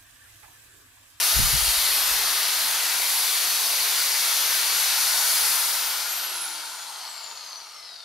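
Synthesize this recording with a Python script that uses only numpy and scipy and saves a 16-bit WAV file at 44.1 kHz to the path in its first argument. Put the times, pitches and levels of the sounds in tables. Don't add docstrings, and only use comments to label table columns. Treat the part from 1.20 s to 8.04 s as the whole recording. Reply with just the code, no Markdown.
import sys
import numpy as np
from scipy import signal
from scipy.fft import rfft, irfft, next_fast_len
from scipy.io import wavfile
from scipy.ndimage import uniform_filter1d

SR = 44100
rng = np.random.default_rng(int(sys.argv[2]) if len(sys.argv) > 2 else 0)


def gain_from_db(level_db):
    decades = np.asarray(level_db, float) / 20
    return 10 ** decades


def wrap_up_sound(samples):
    columns = np.atleast_2d(samples).T
    tamed = np.clip(columns, -1, 1)
    steps = np.round(tamed * 32767).astype(np.int16)
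    wavfile.write(sys.argv[1], SR, steps)


N = 301676
T = np.arange(N) / SR
SLOW = T[::64]
SIZE = next_fast_len(N + SR)
HZ = np.maximum(np.arange(SIZE // 2 + 1) * SR / SIZE, 1)
FULL_SPEED_HZ, OFF_S = 551, 4.323
# (time [s], loudness [dB], brightness [dB per octave])
FACING = [(0, 1, .5), (.6, .5, 0.1), (1.0, 0, -0.5), (1.3, -0.5, -.3), (1.56, -1, -0.55), (1.9, -0.5, 0.36),
          (2.5, -.5, 0), (3.3, 0, 0.34), (3.47, -0.5, -0.6), (3.62, 0, 0.1), (4.25, 0, 0.36),
          (4.6, -0.5, 0.45), (4.95, 0, .2), (5.3, -1, 0.2), (5.7, -1.5, 0.5), (6.1, -1, -0.8),
          (6.5, -.5, -0.3), (6.84, -0.3, -0.5)]


def columns(table):
    s, *values = np.transpose(table)
    return [np.interp(T, s, v) for v in values]


def along_hz(table):
    hz, value = np.transpose(table)
    return np.interp(np.log(HZ), np.log(hz), value)


def unit(x):
    return x / np.sqrt(np.mean(x ** 2))


def colour(x, gain):
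    return irfft(rfft(x, SIZE) * gain, SIZE)[..., :N]


def mode(hz, width_hz):
    return 1j * HZ * width_hz / (hz ** 2 - HZ ** 2 + 1j * HZ * width_hz)


def walk(rate):
    k = int(SR / rate)
    held = np.repeat(rng.standard_normal(N // k + 1), k)
    return 0.86 * uniform_filter1d(uniform_filter1d(held, k), k)[:N]


def shop():
    # (frequency [Hz], density [dB per Hz])
    rumble = [(12, -42), (35, -2), (102, -4), (150, -7.5), (344, -7), (400, -6), (520, -30), (880, -120)]
    level_db = -76
    return gain_from_db(level_db) * unit(colour(rng.standard_normal((2, N)), gain_from_db(along_hz(rumble))))


def jet():
    # (frequency [Hz], width [Hz])
    eddies = [(48, 23), (115, 65)]
    # (frequency [Hz], width [Hz])
    wake_eddy = (28, 20)
    # (time [s], level [dB], small eddies over it [dB], left minus right [dB])
    gusts = [(.145, -45, -4, -9), (.172, -28.5, -10, 11), (.2, -27, 1.5, -6), (.232, -23.5, -18, -7),
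             (.262, -29.5, -6, 10), (.3, -38, -10, 4), (.342, -32, -2, 14.5), (.38, -31, -18, 5),
             (.43, -37, -14, 14), (.485, -34.5, -24, 13), (.585, -42, -14, -2), (.64, -49, -20, -10),
             (.71, -56, -14, 4), (.82, -48, -18, -3), (.925, -45, -20, 7), (.975, -45, -10, -8),
             (1.05, -57, -10, -3), (1.13, -61, -14, 12), (1.3, -78, -8, 0), (1.69, -72, -8, -5)]
    rise_s, fall_s = 0.015, 0.02
    wake_db, wake_fall_db_s = -45, 18

    large, small, swirl = (colour(rng.standard_normal((2, N)), mode(hz, width) ** 2)
                           for hz, width in [*eddies, wake_eddy])
    large, small = (e / np.sqrt(uniform_filter1d(e ** 2, SR // 20)) for e in (large, small))

    power = np.zeros((2, 2, len(SLOW)))
    for s, level_db, small_db, pan_db in gusts:
        swell = -((SLOW - s) / rise_s) ** 2
        fade = (s - SLOW) / fall_s
        shape = np.exp(np.where(SLOW < s, swell, fade))
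        size_and_port_db = np.add.outer([0, 2 * small_db], [pan_db, -pan_db])
        power += np.multiply.outer(gain_from_db(2 * level_db + size_and_port_db), shape ** 2)
    large_level, small_level = ([np.interp(T, SLOW, np.sqrt(port)) for port in size] for size in power)

    since = T - gusts[1][0]
    wake_gate = (since > 0) * np.clip((2.1 - T) / .2, 0, 1)
    wake = wake_gate * gain_from_db(wake_db - wake_fall_db_s * since + 3.0 * walk(10))
    return large_level * large + small_level * small + wake * unit(swirl)


def echoes(x):
    turn_s, t60_s = .1, 0.21
    hop, length = int(turn_s * SR), int(t60_s * SR)
    fade = np.sin(np.pi * np.arange(2 * hop) / (2 * hop))
    padded, out = np.pad(x, (hop, 2 * hop)), np.zeros((2, N + 4 * hop + SR))
    for start in range(0, N + hop, hop):
        tail = rng.standard_normal((2, length)) * gain_from_db(-60 * T[:length] / t60_s)
        tail = tail / np.sqrt(np.sum(tail ** 2, axis=1, keepdims=True))
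        piece = signal.fftconvolve([fade * padded[start:start + 2 * hop]], tail, axes=1)
        out[:, start:start + piece.shape[1]] += piece
    return out[:, hop:hop + N]


def ports(x):
    # (frequency [Hz], likeness of the ports [0-1])
    likeness = [(100, 0.76), (300, 0.88), (700, 0.9), (2000, 0.83), (4000, 0.72), (6000, 0.97),
                (7300, 0.34), (9000, 0.74), (10500, 0.58), (13500, 0.47), (16000, .45)]
    # (frequency [Hz], left minus right [dB])
    left_db = [(100, -2), (300, 5), (700, 2), (2000, 2), (4500, 2.5), (6700, 8), (8200, -2), (9800, 0),
               (11300, -0.5), (13800, 5.5), (15700, 3)]
    # (frequency [Hz], lead of the left port [radians])
    lead = [(100, 0), (1000, -.1), (4000, -.2), (6000, -.3), (8200, -1.2), (10500, -.35), (12400, -.3),
            (14500, -1.5), (15700, -2)]
    alike = np.clip(along_hz(likeness), 0, 1)
    side = np.array([[.5], [-.5]])
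    balance = gain_from_db(side * along_hz(left_db))
    direct = colour(x, balance * np.sqrt(alike) * np.exp(1j * side * along_hz(lead)))
    return direct + colour(echoes(x), balance * np.sqrt(1 - alike))


def speed():
    # (constant [Hz/s], per Hz [1/s], per Hz squared [1])
    drag = (41.34, .2339, .0004144)
    hz = np.linspace(FULL_SPEED_HZ, 100, 3000)
    seconds = np.cumsum((hz[0] - hz[1]) / np.polyval(drag[::-1], hz))
    return np.interp(T, OFF_S + seconds, hz)


def rattle(shaft_hz):
    # (frequency [Hz], width [Hz], level [dB])
    head_modes = [(1300, 700, -18), (3000, 900, -14), (4400, 560, 0), (5300, 1100, -15)]
    # (time [s], peak [dB])
    hard_knocks = [(5.6223, -30), (5.6981, -33), (5.74, -30), (5.7904, -33), (5.8128, -31), (5.8857, -33),
                   (5.9144, -29), (5.9535, -31), (5.979, -24), (6.0144, -30), (6.0249, -31), (6.0323, -31),
                   (6.0643, -28), (6.1132, -23), (6.1611, -32), (6.175, -25), (6.2094, -33), (6.2429, -34),
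                   (6.263, -27), (6.3114, -37), (6.324, -28), (6.3307, -23), (6.3578, -25), (6.407, -36),
                   (6.4195, -32), (6.5118, -32), (6.5708, -39), (6.6021, -39), (6.642, -37), (6.8011, -35)]
    run_db, coast_db, slack_s = -60, -45, 1.5
    jolt_db, jolt_s = -38, 0.12
    settle_s, settle_db_s = 6.2, 5
    uneven_db, knocks_per_turn = 3.5, 2.5

    slack = np.clip((T - OFF_S) / slack_s, 0, 1)
    loose_db = run_db + slack * (coast_db - run_db + 3.1 * walk(12))
    settling_db = settle_db_s * np.maximum(T - settle_s, 0)
    jolt = gain_from_db(jolt_db) * np.exp(-np.abs(T - OFF_S) / jolt_s)
    level = gain_from_db(loose_db - settling_db) + jolt

    hit, size, sign = rng.random((3, N))
    strength = gain_from_db(-uneven_db * np.log(size + 1e-9)) * np.sign(sign - .5)
    knocks = np.clip((hit < knocks_per_turn * shaft_hz / SR) * strength, -5, 5)
    knocks = knocks / np.sqrt(uniform_filter1d(knocks ** 2, SR // 4))

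    head = sum((-1) ** k * gain_from_db(db) * mode(hz, width) ** 2
               for k, (hz, width, db) in enumerate(head_modes))
    hard = np.zeros(N)
    s, peak_db = np.transpose(hard_knocks)
    hard[(s * SR).astype(int)] = gain_from_db(peak_db + 26.5)
    return level * unit(colour(knocks, head)) + colour(hard, head)


def whine(shaft_hz, slowing_db):
    orders = (31, 1, 12, 24, 36)
    # (level at full speed [dB], loudness as a power of speed [1])
    tones = [(-42.5, 1.02), (-71.5, 1.8), (-56, 1.1), (-62, -0.9), (-74.5, -0.9)]
    # (frequency [Hz], width [Hz], lift [dB])
    housing = [(342, 105, 14.5), (2000, 250, 7), (3200, 500, 7), (3780, 600, 3.5), (4300, 350, -6),
               (5170, 540, 3), (5750, 270, -2), (6270, 430, 4), (6950, 540, 4), (7500, 430, 3.5),
               (10000, 450, 1), (10950, 1900, 9.5), (12400, 700, 9), (14800, 3600, 6)]
    free = np.clip((T - OFF_S) / .12, 0, 1)
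    turns, out = np.cumsum(shaft_hz) / SR, 0
    for order, (db, power) in zip(orders, tones):
        lift_db = sum(top_db / (1 + (2 * (order * shaft_hz - hz) / width) ** 4)
                      for hz, width, top_db in housing)
        level = gain_from_db(db + power * slowing_db + lift_db + 3.2 * walk(45))
        out = out + level * np.sin(2 * np.pi * order * turns)
    return free * np.sqrt(2) * out


def singing(away_db, modes, share_db):
    # (middle [s], length [s], opening [Hz], level [dB])
    swings = [(0.067, 0.24, 10000, -27), (.5, .5, 10000, -28), (1.5, .15, 10000, -33),
              (3.4, .2, 10000, -28), (4.16, 1, 10000, -30), (0.74, .2, 11350, -29), (2.4, 0.7, 11350, -32),
              (3.58, .1, 11350, -27), (4, 0.76, 11350, -34.5), (0.77, .8, 13050, -28),
              (1.3, 0.43, 13050, -31), (2.8, .9, 10000, -34), (3.58, .12, 13050, -27),
              (4.4, 0.47, 13050, -30), (0.51, 0.79, 4450, -32), (2.25, 2, 4450, -31.5),
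              (3.83, 0.95, 4450, -30.5), (4.24, .2, 4450, -32), (1.77, 0.18, 910, -41),
              (4.8, 3.2, 910, -43), (5.79, 1.3, 910, -39), (0.27, 0.74, 1230, -41), (1.1, 0.7, 1230, -43),
              (1.7, 0.14, 1230, -48), (6.27, 1, 1230, -38.5), (0.16, .3, 1430, -41), (1.74, .2, 1430, -38),
              (2.76, .2, 1430, -39), (4.2, 2, 1430, -38.5), (5.2, 1.45, 1430, -36)]
    out = 0
    for db, (hz, width) in zip(away_db, modes):
        power = np.full(len(SLOW), gain_from_db(2 * db))
        for s, length, at_hz, top_db in swings:
            if abs(np.log(at_hz / hz)) < .06:
                swing = np.cos(np.pi * np.clip((SLOW - s) / length / 1.33, -.5, .5)) ** 2
                power += gain_from_db(2 * top_db) * swing
        level = np.interp(T, SLOW, np.sqrt(power)) * gain_from_db(share_db + 1.0 * walk(12))
        out = out + level * unit(colour(rng.standard_normal(N), mode(hz, width) ** 2))
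    return out


def vents(slowing_db):
    # (frequency [Hz], width [Hz])
    vent_modes = [(9930, 1060), (11450, 500), (13050, 650), (4460, 280)]
    duct_modes = [(680, 150), (910, 245), (1230, 150), (1400, 230)]
    vent_away_db = (-35.5, -48, -40, -47)
    duct_away_db = (-49, -44.5, -68, -47)
    duct_power = 1.25
    draught = gain_from_db(-40 * np.maximum(T - 4.45, 0))
    whistles = draught * singing(vent_away_db, vent_modes, share_db=-4.5)
    return whistles + gain_from_db(duct_power * slowing_db) * singing(duct_away_db, duct_modes, share_db=-2.5)


def rush(slowing_db):
    # (frequency [Hz], density [dB per Hz])
    fan = [(35, -69), (60, -40), (167, -33), (306, -22.5), (369, -24), (425, -16.5), (524, -18),
           (959, -8.5), (1760, -6.5), (2220, -4.5), (2440, -6), (4360, -1.5), (7450, -7.5), (11600, -3.5),
           (15700, -11.5)]
    # (frequency [Hz], loudness as a power of speed [1])
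    speed_power = [(100, 1.8), (650, 1.7), (2200, 2.25), (5500, 2.24), (10500, 2.43), (15000, 4.5)]
    rush_db = -30.5
    air = rfft(rng.standard_normal(N), SIZE) * gain_from_db(along_hz(fan))
    air /= np.std(irfft(air * ((HZ > 4800) & (HZ < 6800)), SIZE)[:N])
    power, out = along_hz(speed_power), 0
    level_db, tilt_db = columns(FACING)
    for centre in 2 ** np.arange(5, 14.6, .5):
        share = np.cos(np.pi * np.clip(np.log2(HZ / centre), -.5, .5)) ** 2
        db = np.interp(centre, HZ, power) * slowing_db
        db = db + tilt_db * np.log2(max(centre, 400) / 4000)
        db = db + 0.6 * walk(9) + 0.78 * walk(1.96)
        out = out + gain_from_db(db) * irfft(air * share, SIZE)[:N]
    return gain_from_db(rush_db) * out


def scene():
    shaft_hz = speed()
    slowing_db = 20 * np.log10(shaft_hz / FULL_SPEED_HZ)
    air = gain_from_db(columns(FACING)[0]) * (rush(slowing_db) + vents(slowing_db))
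    tool = air + whine(shaft_hz, slowing_db) + rattle(shaft_hz)
    return ports(tool) + jet() + shop()


def band_limit(x):
    return signal.sosfilt(signal.butter(12, 16000, fs=SR, output="sos"), x)


def record(dry):
    top_hz = 15730
    mix = colour(dry, HZ < top_hz)
    return band_limit(mix)


dry = scene()
out = record(dry)
wrap_up_sound(out)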